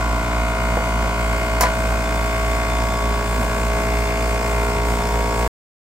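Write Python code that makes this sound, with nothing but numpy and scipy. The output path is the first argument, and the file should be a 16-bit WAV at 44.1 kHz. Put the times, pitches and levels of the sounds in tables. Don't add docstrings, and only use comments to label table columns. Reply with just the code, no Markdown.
import sys
import numpy as np
from scipy import signal
from scipy.fft import rfft, irfft
from scipy.io import wavfile
from scipy.ndimage import uniform_filter1d, map_coordinates

SR = 44100
rng = np.random.default_rng(int(sys.argv[2]) if len(sys.argv) > 2 else 0)


def unload_audio(sound):
    columns = np.transpose(np.atleast_2d(sound))
    steps = np.round(np.clip(columns, -1, 1) * 32767)
    wavfile.write(sys.argv[1], SR, steps.astype(np.int16))


N = 261954
FFT_SIZE = 2 ** 18
T, FREQS = np.arange(N) / SR, np.fft.rfftfreq(FFT_SIZE, 1 / SR)

SHAFT_HZ, BLADE_HZ, MAINS_HZ, TOP_HZ = 59.063, 55.71, 60, 15800
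FIRST_BLADE_S, STOP_S = .0066, 5.477
PUFF_PLACE = 0.58

# f/Hz, spectral level/dB
AIR_SPECTRUM = [(15, -76.5), (40, -59), (90, -59), (150, -62.5), (270, -60.5), (400, -65.5), (700, -60.5),
                (1050, -64), (1300, -70), (2200, -77), (3000, -80), (6000, -91), (16000, -110)]
# multiple of the blade rate, level/dB
BLADE_HARMONICS = [(1, -22.5), (2, -36), (3, -55), (4, -39), (5, -66.5)]
# multiple of the mains frequency, level/dB
HUM_HARMONICS = [(2, -39), (4, -50.5), (8, -54)]
# f/Hz, spectral level/dB
HISS_SPECTRUM = [(1500, -89.5), (3000, -87), (4000, -82.5), (4800, -79), (5900, -83), (7200, -74.5),
                 (8400, -74), (9400, -73), (10500, -81), (12000, -82), (13700, -82.5), (15500, -84.5)]
# t/s, gain/dB
HISS_SWELL = [(0, -5), (1, -3), (2.5, -1.5), (4, -0.7), (5.5, -0.5)]
# f midway/Hz, bandwidth/Hz, level/dB, glide/(Hz/s), wander/Hz
PIPE_MODES = [(3529, 42, -67.5, 0, 10), (4215, 30, -73, -8.5, 8), (4540, 60, -75, 10.5, 10),
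              (5008, 100, -71, 25, 25), (5220, 90, -76, 20, 30), (5470, 70, -77, -16, 30),
              (7070, 110, -75, -1.5, 40)]
# t/s, gain/dB
PIPE_DRIVE = [(.3, -3), (1.0, -2), (1.7, -1.5), (2.3, 1), (3.1, 1), (3.7, 1), (5.4, 2.5)]
# t/s, level/dB, half-duration/s, centre f/Hz
HANDLING = [(3.402, -25.5, 0.018, 58), (3.396, -28, 0.027, 280), (3.432, -27.5, 0.036, 640),
            (3.43, -46, 0.039, 11000), (4.768, -32, 0.035, 111)]
# t/s, ring level/dB, cut-off f/Hz, clatter level/dB, clatter T60/s
IMPACTS = [(0.7700, -12.5, 690, -32, .05), (.7785, -23, 720, -35, .05), (.795, -24, 720, -34, .1),
           (1.6087, -15.5, 16960, -13.5, .028), (1.6117, -25, 15060, -21, 0.071),
           (1.6213, -23, 11000, -21, 0.12), (1.6325, -17.5, 2100, -18, 0.05),
           (1.6365, -18.5, 2000, -19, 0.051), (1.6515, -23, 3000, -27, .1), (1.668, -27, 2000, -30, .2)]
# f/Hz, level/dB, T60/s, build-up time/s
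CASING_MODES = [(515, -7, .16, .0005), (616, -4, 0.041, .0005), (707, 1.5, 0.062, .0005),
                (826, -3.5, .06, .0005), (885, -1.5, 0.054, .0005), (945, -4, .1, .0005),
                (998, -5.5, .23, .001), (1153, -6.5, .16, .002), (1457, -2.5, 0.33, .06),
                (1530, -13, .3, .04), (1620, -8, .1, .0005), (1733, -11.5, .1, .0005),
                (1864, -8, .1, .0005), (2020, -10.5, .15, .0005), (2126, -11.5, .2, .005),
                (2530, -22, .18, .0005), (2891, -17, .33, .004), (4194, -21, .35, .002),
                (4740, -14.5, .089, .0005), (5250, -16, .1, .0005), (6260, -17, .1, .0005),
                (7150, -8.5, .13, .0005)]
# f/Hz, gain/dB
CLATTER_COLOUR = [(300, -7), (550, -2), (850, 4), (1400, -3), (1950, 1), (2600, -3), (3400, -5),
                  (5000, 1.5), (6500, .5), (15000, -1.5)]
# place/turn, centre f/Hz, bandwidth/Hz, weight/dB
KNOCKS = [(.68, 51, 90, 2), (.16, 640, 315, -5), (.73, 435, 303, -2), (.58, 700, 325, -3.5),
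          (.14, 980, 383, -4), (.45, 1004.5, 515, 4), (.75, 940, 460, 4.5), (.24, 1533, 690, -4.5),
          (.56, 1507, 397, -1), (.12, 2100, 450, -5), (.55, 2250, 560, 1.5), (.74, 2300, 705, -3),
          (.52, 4200, 2200, -22)]
# shaft order, relative level/dB, side minus mid/dB
SHELL_HARMONICS = [(1, -9.5, -33), (2, -26, -15.5), (3, -12, -16), (4, -17, -25.5), (5, -14.5, -32.5),
                   (6, -21.5, -18), (7, -11, -14.5), (8, -20.5, -7), (9, -16.5, -8.5), (10, -16, -10),
                   (11, -7, -15.5), (12, -11.5, -18), (13, -24.5, -6), (14, -25, -3), (15, -15, -5),
                   (16, -13, -13), (17, -15.0, -8), (18, -14, -4.5), (19, -10, -16.5), (20, -25, -0.5),
                   (21, -20, -8), (22, -29, -15.5), (23, -16.5, -12), (24, -15.0, -17), (25, -18, -13),
                   (26, -18, -1.5), (27, -24.5, 3), (28, -21.5, -5.5), (29, -33, -5), (30, -36.5, -7.5),
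                   (31, -23, -19), (32, -38, 2), (33, -40, 13.5), (34, -28.5, 15), (35, -16, -4),
                   (36, -19, 1.5), (37, -16.5, -11), (38, -21, 0.5), (39, -27, 8.5), (40, -30.5, -3),
                   (41, -26, -5), (42, -19.5, -16.5), (43, -26, -6), (44, -34, 5), (45, -32.5, -7),
                   (46, -29.5, -3), (47, -42, 13), (48, -38, 15), (49, -32, 10.5), (50, -32, -1)]
# f/Hz, level/dB
BUZZ_ENVELOPE = [(3000, -65.5), (3200, -59), (3350, -67), (3520, -61), (3680, -65.5), (4150, -65),
                 (4550, -62), (4800, -65), (5400, -68.5), (5900, -67.5), (6800, -64.5), (7300, -71),
                 (9000, -72)]
# shaft order, level/dB
BUZZ_PEAKS = [(60, -55), (66, -59), (72, -58.5), (77, -56), (91, -60)]
# centre f/Hz, half-width/Hz, slope/(dB/s)
BAND_DRIFT = [(461, 53, 4), (860, 71, 2), (1000, 30, -2), (1447, 65, -1.7), (1704, 80, 2), (1840, 40, 0)]
# t/s, half-duration/s, shaft order, gain/dB
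HARMONIC_SWELLS = [(2.25, 1.2, 11, 3.5), (4.3, 0.3, 11, -1.5), (3.1, 0.62, 19, 3), (5.26, 0.66, 16, 7),
                   (4.05, 0.48, 16, -4), (4.04, .35, 17, -5), (4.85, .7, 18, 3.5), (3.2, 0.44, 15, -4),
                   (.6, .9, 21, 5), (1.8, 1.4, 27, 6.5), (4.8, 1.1, 27, -5), (3.4, .6, 28, 5.5),
                   (4.2, .6, 41, 7), (.8, .8, 41, -5), (4.2, 0.56, 46, 8.5), (1, 1.2, 46, -10),
                   (1.2, .6, 49, 5), (2.45, 0.54, 60, 3), (1.5, .4, 72, 4.5)]
# t/s, gain/dB
RASP_GAIN = [(0, -2.5), (2.6, 0), (3.3, -4.5), (4.0, 1), (4.7, 0), (4.85, -1), (5.45, -3.5)]
# f/Hz, side minus mid/dB
STEREO_WIDTH = [(60, -19.5), (200, -20.5), (380, -12.5), (700, -9.5), (1290, -5.5), (2380, -3),
                (4400, -2.5), (8500, -1.5), (13000, -4.5)]
# f/Hz, left minus right/dB
BALANCE = [(60, -1.5), (110, 2), (200, 0), (380, 0.5), (700, 0.5), (1290, 1), (2380, 4), (3000, -0.5),
           (4400, 0.5), (5700, -5), (7000, 0.5), (15000, -1)]


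def undb(db):
    return np.exp(np.asarray(db) * np.log(10) / 20)


def at(table, hz):
    f, value = np.transpose(table)
    return np.interp(np.log(np.maximum(hz, 1)), np.log(f), value)


def bell(x, centre, width):
    return np.exp(-((x - centre) / width) ** 2)


def resonance(f, hz, width):
    return 1j * f * width / (hz ** 2 - f ** 2 + 1j * f * width)


def moving_resonance(x, hz, width):
    carrier = np.exp(2j * np.pi * np.cumsum(hz) / SR)
    pole = np.exp(-np.pi * width / SR)
    return 2 * np.real(carrier * signal.lfilter([1 - pole], [1, -pole], x / carrier))


def lowpass(x, hz, order=2):
    return signal.sosfilt(signal.butter(order, min(hz, SR / 2 - 1000), fs=SR, output="sos"), x)


def noise(gain):
    bins = rng.standard_normal(len(FREQS)) + 1j * rng.standard_normal(len(FREQS))
    return irfft(bins * gain)[:N] * np.sqrt(SR * FFT_SIZE) / 2


def walk(rate_hz):
    size = int(SR / rate_hz)
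    steps = np.repeat(rng.standard_normal(N // size + 2), size)
    return uniform_filter1d(steps, size)[rng.integers(size):][:N] * np.sqrt(3 / 2)


def harmonics(table, hz, crest_s):
    phase = 2 * np.pi * hz * (T - crest_s)
    return np.sqrt(2) * sum(undb(db) * np.cos(round(k) * phase) for k, db in table)


def fan_air(gust_db=1.0, chop=0.092, body_hz=420, body_width_hz=220, body_db_per_s=0.5):
    blade = np.cos(2 * np.pi * BLADE_HZ * (T - FIRST_BLADE_S))
    gain, share = undb(at(AIR_SPECTRUM, FREQS)), bell(FREQS, body_hz, body_width_hz)
    body = noise(gain * np.sqrt(share)) * undb(body_db_per_s * (T - STOP_S / 2))
    rest = noise(gain * np.sqrt(1 - share))
    return (body + rest) * undb(gust_db * walk(12)) * (1 + chop * blade)


def fan_tones():
    return harmonics(BLADE_HARMONICS, BLADE_HZ, FIRST_BLADE_S)


def motor_hum():
    return harmonics(HUM_HARMONICS, MAINS_HZ, 0)


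def gas_pulse():
    return np.cos(2 * np.pi * (SHAFT_HZ * T - PUFF_PLACE))


def valve_hiss(pulsing=0.17, ring_db=-10, ring_t60_s=0.037, scatter_db=-14, flicker_db=0.72, lag_s=.000143):
    age = T[:SR // 10]
    ring = rng.standard_normal(len(age)) * undb(-60 * age / ring_t60_s)
    ring_spectrum = rfft(ring / np.linalg.norm(ring), FFT_SIZE)
    tube = (1 + undb(ring_db) * ring_spectrum) / np.hypot(1, undb(ring_db))
    flow_db = np.interp(T, *np.transpose(HISS_SWELL)) + flicker_db * walk(12)
    flow = undb(flow_db) * (1 + pulsing * gas_pulse())
    gain = undb(at(HISS_SPECTRUM, FREQS)) * tube * np.sqrt(SR / 2)
    jet, *scattered = rfft(rng.standard_normal((3, N)) * flow, FFT_SIZE) * gain
    delayed = jet * np.exp(-2j * np.pi * FREQS * lag_s)
    return np.array([delayed, jet]) + undb(scatter_db) * np.array(scattered)


def pipe_chatter(puff_db=-66.5, puff_hz=1600, puff_width_hz=1300, sharpness=6, patchy_db=1.1):
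    pulse = gas_pulse()
    shake = np.exp(pulse - 1)
    drive = noise(0.75) * shake / np.sqrt(np.mean(shake ** 2))
    drive *= undb(np.interp(T, *np.transpose(PIPE_DRIVE)) + patchy_db * walk(12))
    chatter = 0
    for hz, width, db, glide, wander in PIPE_MODES:
        pitch = hz + glide * (T - STOP_S / 2) + wander * walk(6)
        chatter += undb(db) * moving_resonance(drive, pitch, width)
    puff = noise(undb(puff_db) * abs(resonance(FREQS, puff_hz, puff_width_hz)) ** 2)
    return chatter + puff * np.exp(sharpness * (pulse - 1))


def hand_bumps(relative_width=0.6):
    out = 0
    for s, db, length, hz in HANDLING:
        thud = noise(abs(resonance(FREQS, hz, relative_width * hz)) ** 2)
        out += undb(db) * thud / thud.std() * bell(T, s, length)
    return out


def casing_ring(scatter_rad=.3):
    out, age = np.zeros(N), T[:SR // 2]
    for s, ring_db, cutoff_hz, _, _ in IMPACTS:
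        ring = 0
        for hz, db, t60, build in CASING_MODES:
            envelope = undb(db - 60 * age / t60) * (1 - np.exp(-age / build))
            ring += envelope * np.sin(2 * np.pi * hz * age + scatter_rad * rng.standard_normal())
        start = int(s * SR)
        out[start:start + len(age)] += undb(ring_db) * lowpass(ring, cutoff_hz, order=4)
    return out


def part_clatter(highpass_hz=450, lowest_mode_hz=600, rough_db=-2, count=140):
    out, age = np.zeros(N), T[:SR // 2]
    modes = lowest_mode_hz + (TOP_HZ - lowest_mode_hz) * (np.arange(count) + rng.random(count)) / count
    metal = np.sin(2 * np.pi * modes[:, None] * T[:SR * 3 // 4]).sum(axis=0) * np.sqrt(2 / count)
    for s, _, cutoff_hz, db, t60 in IMPACTS:
        grit = metal[rng.integers(SR // 50, SR // 4):][:len(age)]
        grit = lowpass(grit + undb(rough_db) * rng.standard_normal(len(age)), cutoff_hz)
        grit = grit - lowpass(grit, highpass_hz, order=1)
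        start = int(s * SR)
        out[start:start + len(age)] += undb(db - 60 * age / t60) * grit / grit.std()
    return irfft(rfft(out, FFT_SIZE) * undb(at(CLATTER_COLOUR, FREQS)))[:N]


def shell_drift(times, orders, rasp_hz=2100, rasp_width_hz=390):
    hz = orders * SHAFT_HZ
    drift = (times - STOP_S / 2) * sum(slope * bell(hz, f, width) for f, width, slope in BAND_DRIFT)
    whine = sum(db * bell(times, s, span) * (orders == round(k)) for s, span, k, db in HARMONIC_SWELLS)
    rasp = np.interp(times, *np.transpose(RASP_GAIN)) * bell(hz, rasp_hz, rasp_width_hz)
    return drift + whine + rasp


def shell_rattle(turns, hz, scatter_db=.9, width_hz=420):
    bands = np.array([bell(hz, f, width_hz) for f in (1450, 2150, 2800)])
    return scatter_db * rng.standard_normal((turns, len(bands))) @ bands


def shaft_cycles(levels_db, phases, size=4096):
    spectra = np.pad(undb(levels_db) * np.exp(1j * phases), ((0, 0), (1, 0)))
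    waves = irfft(spectra, size) * size / np.sqrt(2)
    turn = SHAFT_HZ * T
    return map_coordinates(waves, [turn, turn % 1 * size], order=1, mode="grid-wrap")


def compressor(shell_db=-25.0, waver_db=1.4, waver_hz=2200, flutter_db=0.44, smear_hz=4500):
    orders = np.arange(1, 150)
    hz = orders * SHAFT_HZ
    knocks = sum(undb(db) * resonance(hz, f, width) ** 2 * np.exp(-2j * np.pi * orders * place)
                 for place, f, width, db in KNOCKS)
    phases = np.angle(knocks) + (hz / smear_hz) ** 2 * rng.standard_normal(len(hz))
    line_db = at(BUZZ_ENVELOPE, hz) + rng.uniform(-3, 3, len(hz))
    side_db = at(STEREO_WIDTH, hz) + rng.uniform(-5, 5, len(hz))
    shell = np.array(SHELL_HARMONICS)
    line_db[:len(shell)] = shell[:, 1] + shell_db
    side_db[:len(shell)] = shell[:, 2]
    for k, db in BUZZ_PEAKS:
        line_db[orders == round(k)] = db
    times = np.arange(0, N / SR, 1 / SHAFT_HZ)[:, None]
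    waver = rng.standard_normal((len(times), len(hz)))
    waver = uniform_filter1d(uniform_filter1d(waver, size=24, axis=0), size=12, axis=0)
    waver *= waver_db * np.clip(hz / waver_hz, 1, 3) / waver.std()
    levels = line_db + shell_drift(times, orders) + waver + shell_rattle(len(times), hz)
    mid = shaft_cycles(levels, phases)
    side = shaft_cycles(levels + side_db, phases - np.pi / 2)
    return np.array([mid, side]) * undb(flutter_db * walk(59))


def scene(diffuse=0.652):
    drone_mid, drone_side = rfft(compressor(), FFT_SIZE)
    tonal = rfft(fan_tones() + motor_hum() + casing_ring(), FFT_SIZE)
    direct, scattered = (rfft(fan_air() + pipe_chatter() + part_clatter() + hand_bumps(), FFT_SIZE)
                         for _ in range(2))
    mid = drone_mid + tonal + direct
    quadrature = -1j * (tonal + np.sqrt(1 - diffuse) * direct)
    side = drone_side + undb(at(STEREO_WIDTH, FREQS)) * (quadrature + np.sqrt(diffuse) * scattered)
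    ear = np.array([[1], [-1]])
    balance = undb(ear * at(BALANCE, FREQS) / 2)
    return irfft((mid + ear * side + valve_hiss()) * balance)[:, :N]


def record(dry):
    top_cut = signal.ellip(8, .2, 80, TOP_HZ, fs=SR, output="sos")
    return signal.sosfilt(top_cut, dry * (T < STOP_S))


dry = scene()
out = record(dry)
unload_audio(out)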